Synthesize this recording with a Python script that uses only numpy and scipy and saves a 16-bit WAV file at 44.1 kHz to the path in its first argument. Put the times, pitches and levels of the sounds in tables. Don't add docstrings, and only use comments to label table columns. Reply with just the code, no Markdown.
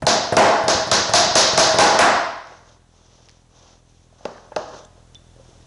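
import sys
import numpy as np
from scipy import signal
from scipy.fft import rfft, irfft
from scipy.io import wavfile

SR = 44100
rng = np.random.default_rng(int(sys.argv[2]) if len(sys.argv) > 2 else 0)


def how_loud(loudness_db):
    steps = np.asarray(loudness_db, float) / 20
    return 10 ** steps


def generate_wav(signal):
    frames = np.transpose(np.atleast_2d(signal))
    scaled = np.clip(frames, -1, 1) * 32767
    pcm = np.round(scaled).astype(np.int16)
    wavfile.write(sys.argv[1], SR, pcm)


N = 249606
TOUCH_LEAD_S = 0.044


def hammer():
    return hard_blows() + light_taps() * how_loud([[3], [-9]])


# start_s, board_ring_db, bench_slap_db, steel_crack_db, first_touch_db
BLOWS = [
    (0.0666, -5, -6.5, -3.5, -16.5),
    (0.3671, 6, 3.5, -8, -6),
    (0.6810, -7.5, -7.5, -6, -17),
    (0.9145, -5, -6, -3, -17),
    (1.1361, -3.5, -3.5, 1.5, -12),
    (1.3542, -5.5, -3, 3, -20),
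    (1.5762, -5, -2, 0.5, -13),
    (1.7857, 3.5, 3, -0.5, -9.5),
    (1.9893, 1.5, 5.5, -10.5, -18.5),
]
# pitch_hz, level_db, t60_s
EDGE_MODES = [(97.5, -21, 0.24), (216.9, -25, 0.21), (288, -12, 0.02), (498, 2.5, 0.017),
              (636.7, -2.5, 0.092), (702, -2.5, 0.05), (780, 3, 0.0057), (836, 4.5, 0.027)]
# pitch_hz, level_db (per Hz)
BENCH = [(30, -13), (60, 0.5), (110, -1), (250, 0.5), (450, -1.5), (900, -32)]


def hard_blows():
    start_s, touch_db = np.array(BLOWS)[:, 0], np.array(BLOWS)[:, 4]
    pressed_s = start_s - TOUCH_LEAD_S
    thump_db = -19.5 + 0.4 * (touch_db - touch_db.mean())
    thump = ring(soften(clicks(pressed_s, thump_db), 230), hz=121.4, t60=0.03)
    shake = burst(start_s, np.full(len(start_s), -24.5), BENCH, t60=0.69)
    shake = shake * flutter(25, depth_db=2.0)
    graze_spectrum = [(1000, -12), (6000, -8), (10000, 2)]   # pitch_hz, level_db (per Hz)
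    graze = burst(pressed_s, np.full(len(start_s), -39.5), graze_spectrum, t60=0.006)
    struck = blow(BLOWS, EDGE_MODES, lag=0.001957, low_hz=73, high_hz=13800)
    direct_only = [[1], [0]]
    return struck + thump + (shake + graze) * direct_only


# start_s, board_ring_db, bench_slap_db, steel_crack_db, first_touch_db
TAPS = [
    (4.253, -26.5, -31.5, -32.5, -55),
    (4.5625, -19, -24.5, -23, -33.5),
]
# pitch_hz, level_db, t60_s
MIDDLE_MODES = [(293, -29, 0.39), (480, -41, 0.077), (520, 10.5, 0.015), (618, 2, 0.077), (780, 1.5, 0.02),
                (876, 7.5, 0.03), (1450, -8, 0.011), (1720, -23, 0.012), (2650, -8.5, 0.015),
                (3240, -13, 0.017)]


def light_taps():
    start_s, ring_db = np.array(TAPS).T[:2]
    body = burst(start_s + 0.0004, ring_db - 8, DRAG, t60=0.24)
    return blow(TAPS, MIDDLE_MODES, lag=0.00083, low_hz=204.5, high_hz=7000) + body


# pitch_hz, level_db (per Hz)
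SLAP = [(110, -27.5), (260, -12), (650, -8.5), (1100, 2.5), (1700, -1), (2300, -10.5), (4000, -22)]
# pitch_hz, level_db (per Hz)
STEEL = [(1500, -23.5), (2800, -6.5), (3900, 4), (5200, 5), (6500, 5.5), (7600, -10.5), (10500, -23.5),
         (14000, -21)]


def blow(rows, modes, lag, low_hz, high_hz):
    start_s, ring_db, slap_db, crack_db, touch_db = np.transpose(rows)
    touch_s = start_s - TOUCH_LEAD_S
    first_touch = strike(modes, touch_s, touch_db - 3, spread_db=2.0)
    first_touch = soften(soften(first_touch, 800), 1200)
    sheet = strike(modes, start_s + lag, ring_db, spread_db=2.0) + first_touch

    slap = burst(start_s + lag, slap_db - 2.0, SLAP, t60=0.034)
    crack = burst(start_s, crack_db + 0.5, STEEL, t60=0.019)
    chatter = burst(touch_s, touch_db - 14, SLAP, t60=0.15)
    direct = sheet + slap + crack + chatter

    wide = coloured(clicks(start_s, slap_db), SLAP) + coloured(clicks(start_s, crack_db), STEEL)
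    sent = how_loud(-6.5) * sheet + how_loud(14.5) * wide
    band = signal.butter(2, [low_hz, high_hz], "band", fs=SR, output="sos")
    return signal.sosfilt(band, [direct, sent])


def strike(modes, times, db, spread_db):
    luck = rng.normal(0, 1, (len(times), len(modes)))
    total = 0
    for k, (hz, level_db, t60) in enumerate(modes):
        hit_db = np.asarray(db) + level_db + spread_db * luck[:, k]
        total = total + (-1) ** k * ring(clicks(times, hit_db), hz, t60)
    return total


# start_s, peak_db, pitch_hz, t60_s
TICKS = [(2.381, -44, 6500, 0.011), (2.472, -36, 5210, 0.0045), (3.257, -43, 5460, 0.008),
         (3.2874, -33.5, 3000, 0.003), (3.2873, -37, 5300, 0.0035), (3.2941, -31, 5240, .002),
         (3.3026, -38, 4500, .002), (3.3136, -41, 6000, 0.0037), (4.349, -41, 1910, 0.0098),
         (4.381, -34.5, 1600, 0.013), (4.849, -39.5, 6200, 0.013), (4.852, -41, 7450, 0.01),
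         (5.1468, -33.5, 5750, 0.0086), (5.153, -36, 3510, 0.074), (0.021, -28, 4600, 0.002),
         (0.053, -30, 7000, .002), (4.85, -42, 3450, .012), (5.148, -44, 3040, 0.019),
         (5.152, -50, 3900, .04), (3.2952, -37, 2000, .003)]
# start_s, peak_db, pitch_hz, t60_s
KNOCKS = [
    (4.126, -44.5, 665, 0.03),
    (4.208, -39, 710, 0.035),
    (4.978, -39, 520, 0.025),
    (5.362, -45, 553, 0.067),
    (5.397, -38.5, 532, 0.066),
    (5.49, -37, 404, 0.02),
    (.022, -17, 250, 0.019),
    (.037, -14, 140, 0.055),
]


def small_touches():
    ticks = sum(ring(clicks([s], [db]), hz, t60) for s, db, hz, t60 in TICKS)
    knocks = sum(ring(clicks([s], [db]), hz, t60) for s, db, hz, t60 in KNOCKS)
    return ticks + soften(knocks, 960)


# start_s, length_s, hiss_db, drag_db
STROKES = [(2.422, 0.23, -57, -50), (2.61, 0.19, -58, -56), (2.857, 0.65, -59, -60),
           (3.484, 0.35, -56, -55), (3.83, 0.28, -65, -77.5), (4.095, 0.36, -60, -56),
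           (4.21, 0.45, -63, -52.5), (4.565, 0.34, -53, -43.5), (4.735, 0.085, -54, -52),
           (4.955, 0.056, -64, -58), (5.087, 0.26, -72.5, -84), (5.297, 0.49, -61.5, -60)]
# pitch_hz, level_db (per Hz)
SKIN = [(1180, -54), (2000, -11.5), (2120, -17), (2210, -15), (2370, -14), (3510, -7), (4670, -10.5),
        (6170, -3.5), (7870, -24), (11000, -36), (14300, -75), (22000, -120)]
# pitch_hz, level_db (per Hz)
DRAG = [(300, -5.5), (500, 2.5), (750, 1), (1200, -4), (1700, -10.5), (2400, -47)]


def hand():
    start, length, hiss_db, drag_db = np.array(STROKES).T[:, :, None]
    fastest_at, sharpness = 0.47, 1.13
    done = np.clip((np.arange(N) / SR - start) / length, 0, 1)
    warped = done ** (np.log(0.5) / np.log(fastest_at))
    speed = np.sin(np.pi * warped).clip(0) ** sharpness
    hiss = np.sum(how_loud(hiss_db) * speed, axis=0) * noise(SKIN) * flutter(31, depth_db=1.5)
    drag = np.sum(how_loud(drag_db) * speed, axis=0) * noise(DRAG) * flutter(34, depth_db=1.5)
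    return hiss + drag


# pitch_hz, t60_s
SHOP_T60 = [(80, 0.12), (260, 0.59), (700, 0.75), (1800, 0.76), (4800, 0.73), (7000, 0.51), (10000, 0.18)]


def workshop(x):
    t = np.arange(SR * 5 // 4) / SR
    edges = 45 * 2 ** np.arange(0, 8.6, 0.5)
    white = rng.standard_normal((2, 4, len(t)))
    echoes = 0
    for k, (low, high) in enumerate(zip(edges, edges[1:])):
        sos = signal.butter(3, [low, high], "band", fs=SR, output="sos")
        band = signal.sosfilt(sos, white[k % 2])
        echoes = echoes + band * how_loud(-60 * t / at_hz(SHOP_T60, np.sqrt(low * high)))
    echoes = echoes * (1 - np.exp(-(t / 0.012) ** 2))
    echoes = echoes / np.sqrt(np.sum(echoes ** 2, axis=1, keepdims=True))
    hits_s = np.vstack([BLOWS, TAPS])[:, 0]
    turn = np.searchsorted(hits_s - 0.005, np.arange(N) / SR) % len(echoes)
    return sum(signal.fftconvolve(x * (turn == k), echo)[:N] for k, echo in enumerate(echoes))


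# pitch_hz, level_db (per Hz)
SHOP_AIR = [(15, -32), (25, 4.5), (124, -1), (169, -17.5), (468, -12.5), (635, -13.5), (2270, -25.5),
            (3680, -23.5), (4750, -28), (5970, -23), (11000, -34), (14300, -66.5), (22000, -120)]


def shop_air():
    fade_in = np.clip(np.arange(N) / SR / 0.004, 0, 1)
    return gain_creep() * fade_in * how_loud(-56.5) * noise(SHOP_AIR)


def buzz():
    start_s, period_s, clock_s = 0.0846, 0.024, 0.00125
    steps = np.floor(np.arange(-3, 232) * period_s / clock_s + 1e-6)
    times = start_s + steps * clock_s
    t = np.arange(-200, 200) / SR
    spike = np.exp(np.minimum(t / 0.001, -t / 0.0014))
    spike_db = -41.5 + rng.normal(0, 0.7, len(times))
    train = np.convolve(clicks(times, spike_db), spike, "same")
    turns = (np.arange(N) / SR - start_s) / period_s
    hum = how_loud(-62) * np.cos(6 * np.pi * turns - 1.2)
    return signal.sosfilt(signal.butter(1, 15, "high", fs=SR, output="sos"), train) + hum


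def gain_creep():
    held_db, creep_from_s, creep_db_per_s = -0.5, 3.75, 3.0
    return how_loud(held_db + creep_db_per_s * np.maximum(np.arange(N) / SR - creep_from_s, 0))


def clicks(times, db):
    out = np.full(N, 1e-18)
    out[np.round(np.asarray(times) * SR).astype(int)] = how_loud(np.asarray(db))
    return out


def ring(x, hz, t60):
    r, w = how_loud(-60 / (t60 * SR)), 2 * np.pi * hz / SR
    return signal.lfilter([0, np.sin(w)], [1, -2 * r * np.cos(w), r * r], x)


def soften(x, hz):
    return signal.sosfilt(signal.butter(2, hz, fs=SR, output="sos"), x)


def burst(times, db, spectrum, t60):
    envelope = signal.lfilter([1], [1, -how_loud(-60 / (t60 * SR))], clicks(times, db))
    return envelope * noise(spectrum)


def noise(spectrum):
    return coloured(rng.standard_normal(N), spectrum)


def coloured(x, spectrum):
    gain = how_loud(at_hz(spectrum, np.fft.rfftfreq(N, 1 / SR)))
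    return irfft(rfft(x) * gain / np.sqrt(np.mean(gain ** 2)), N)


def at_hz(points, hz):
    table_hz, values = np.array(points).T
    return np.interp(np.log(hz + 1), np.log(table_hz), values)


def flutter(rate_hz, depth_db):
    slow = soften(rng.standard_normal(N), rate_hz)
    return how_loud(depth_db * slow / slow.std())


def scene():
    direct, sent = hammer()
    touches = small_touches()
    echo = how_loud(4) * workshop(sent + how_loud(-22) * touches)
    mid = direct + touches + echo + hand() + shop_air()
    smear = rng.standard_normal(300) / np.sqrt(300)
    side = how_loud(-29.5) * np.convolve(mid, smear, "same")
    return np.array([mid + side, mid - side])


def roll_off(x):
    return signal.sosfilt(signal.butter(12, 12370, fs=SR, output="sos"), x)


def record(dry):
    r = np.exp(-1 / (0.017 * SR))
    power = signal.lfilter([1 - r], [1, -r], dry.mean(axis=0) ** 2)
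    x = dry * (1 + power / how_loud(-14.5)) ** -0.3
    ceiling, knee = 0.38, 5.2
    x = x / (1 + np.abs(x / ceiling) ** knee) ** (1 / knee)
    x = signal.sosfilt(signal.butter(2, 75, "high", fs=SR, output="sos"), x)
    x = x + gain_creep() * buzz()
    cutoff_hz = 11100
    x = signal.sosfilt(signal.ellip(8, 0.5, 31, cutoff_hz, fs=SR, output="sos"), x)
    x = signal.sosfilt(signal.cheby2(8, 40, cutoff_hz * 1.19, fs=SR, output="sos"), x)
    return roll_off(x)


dry = scene()
out = record(dry)
generate_wav(out)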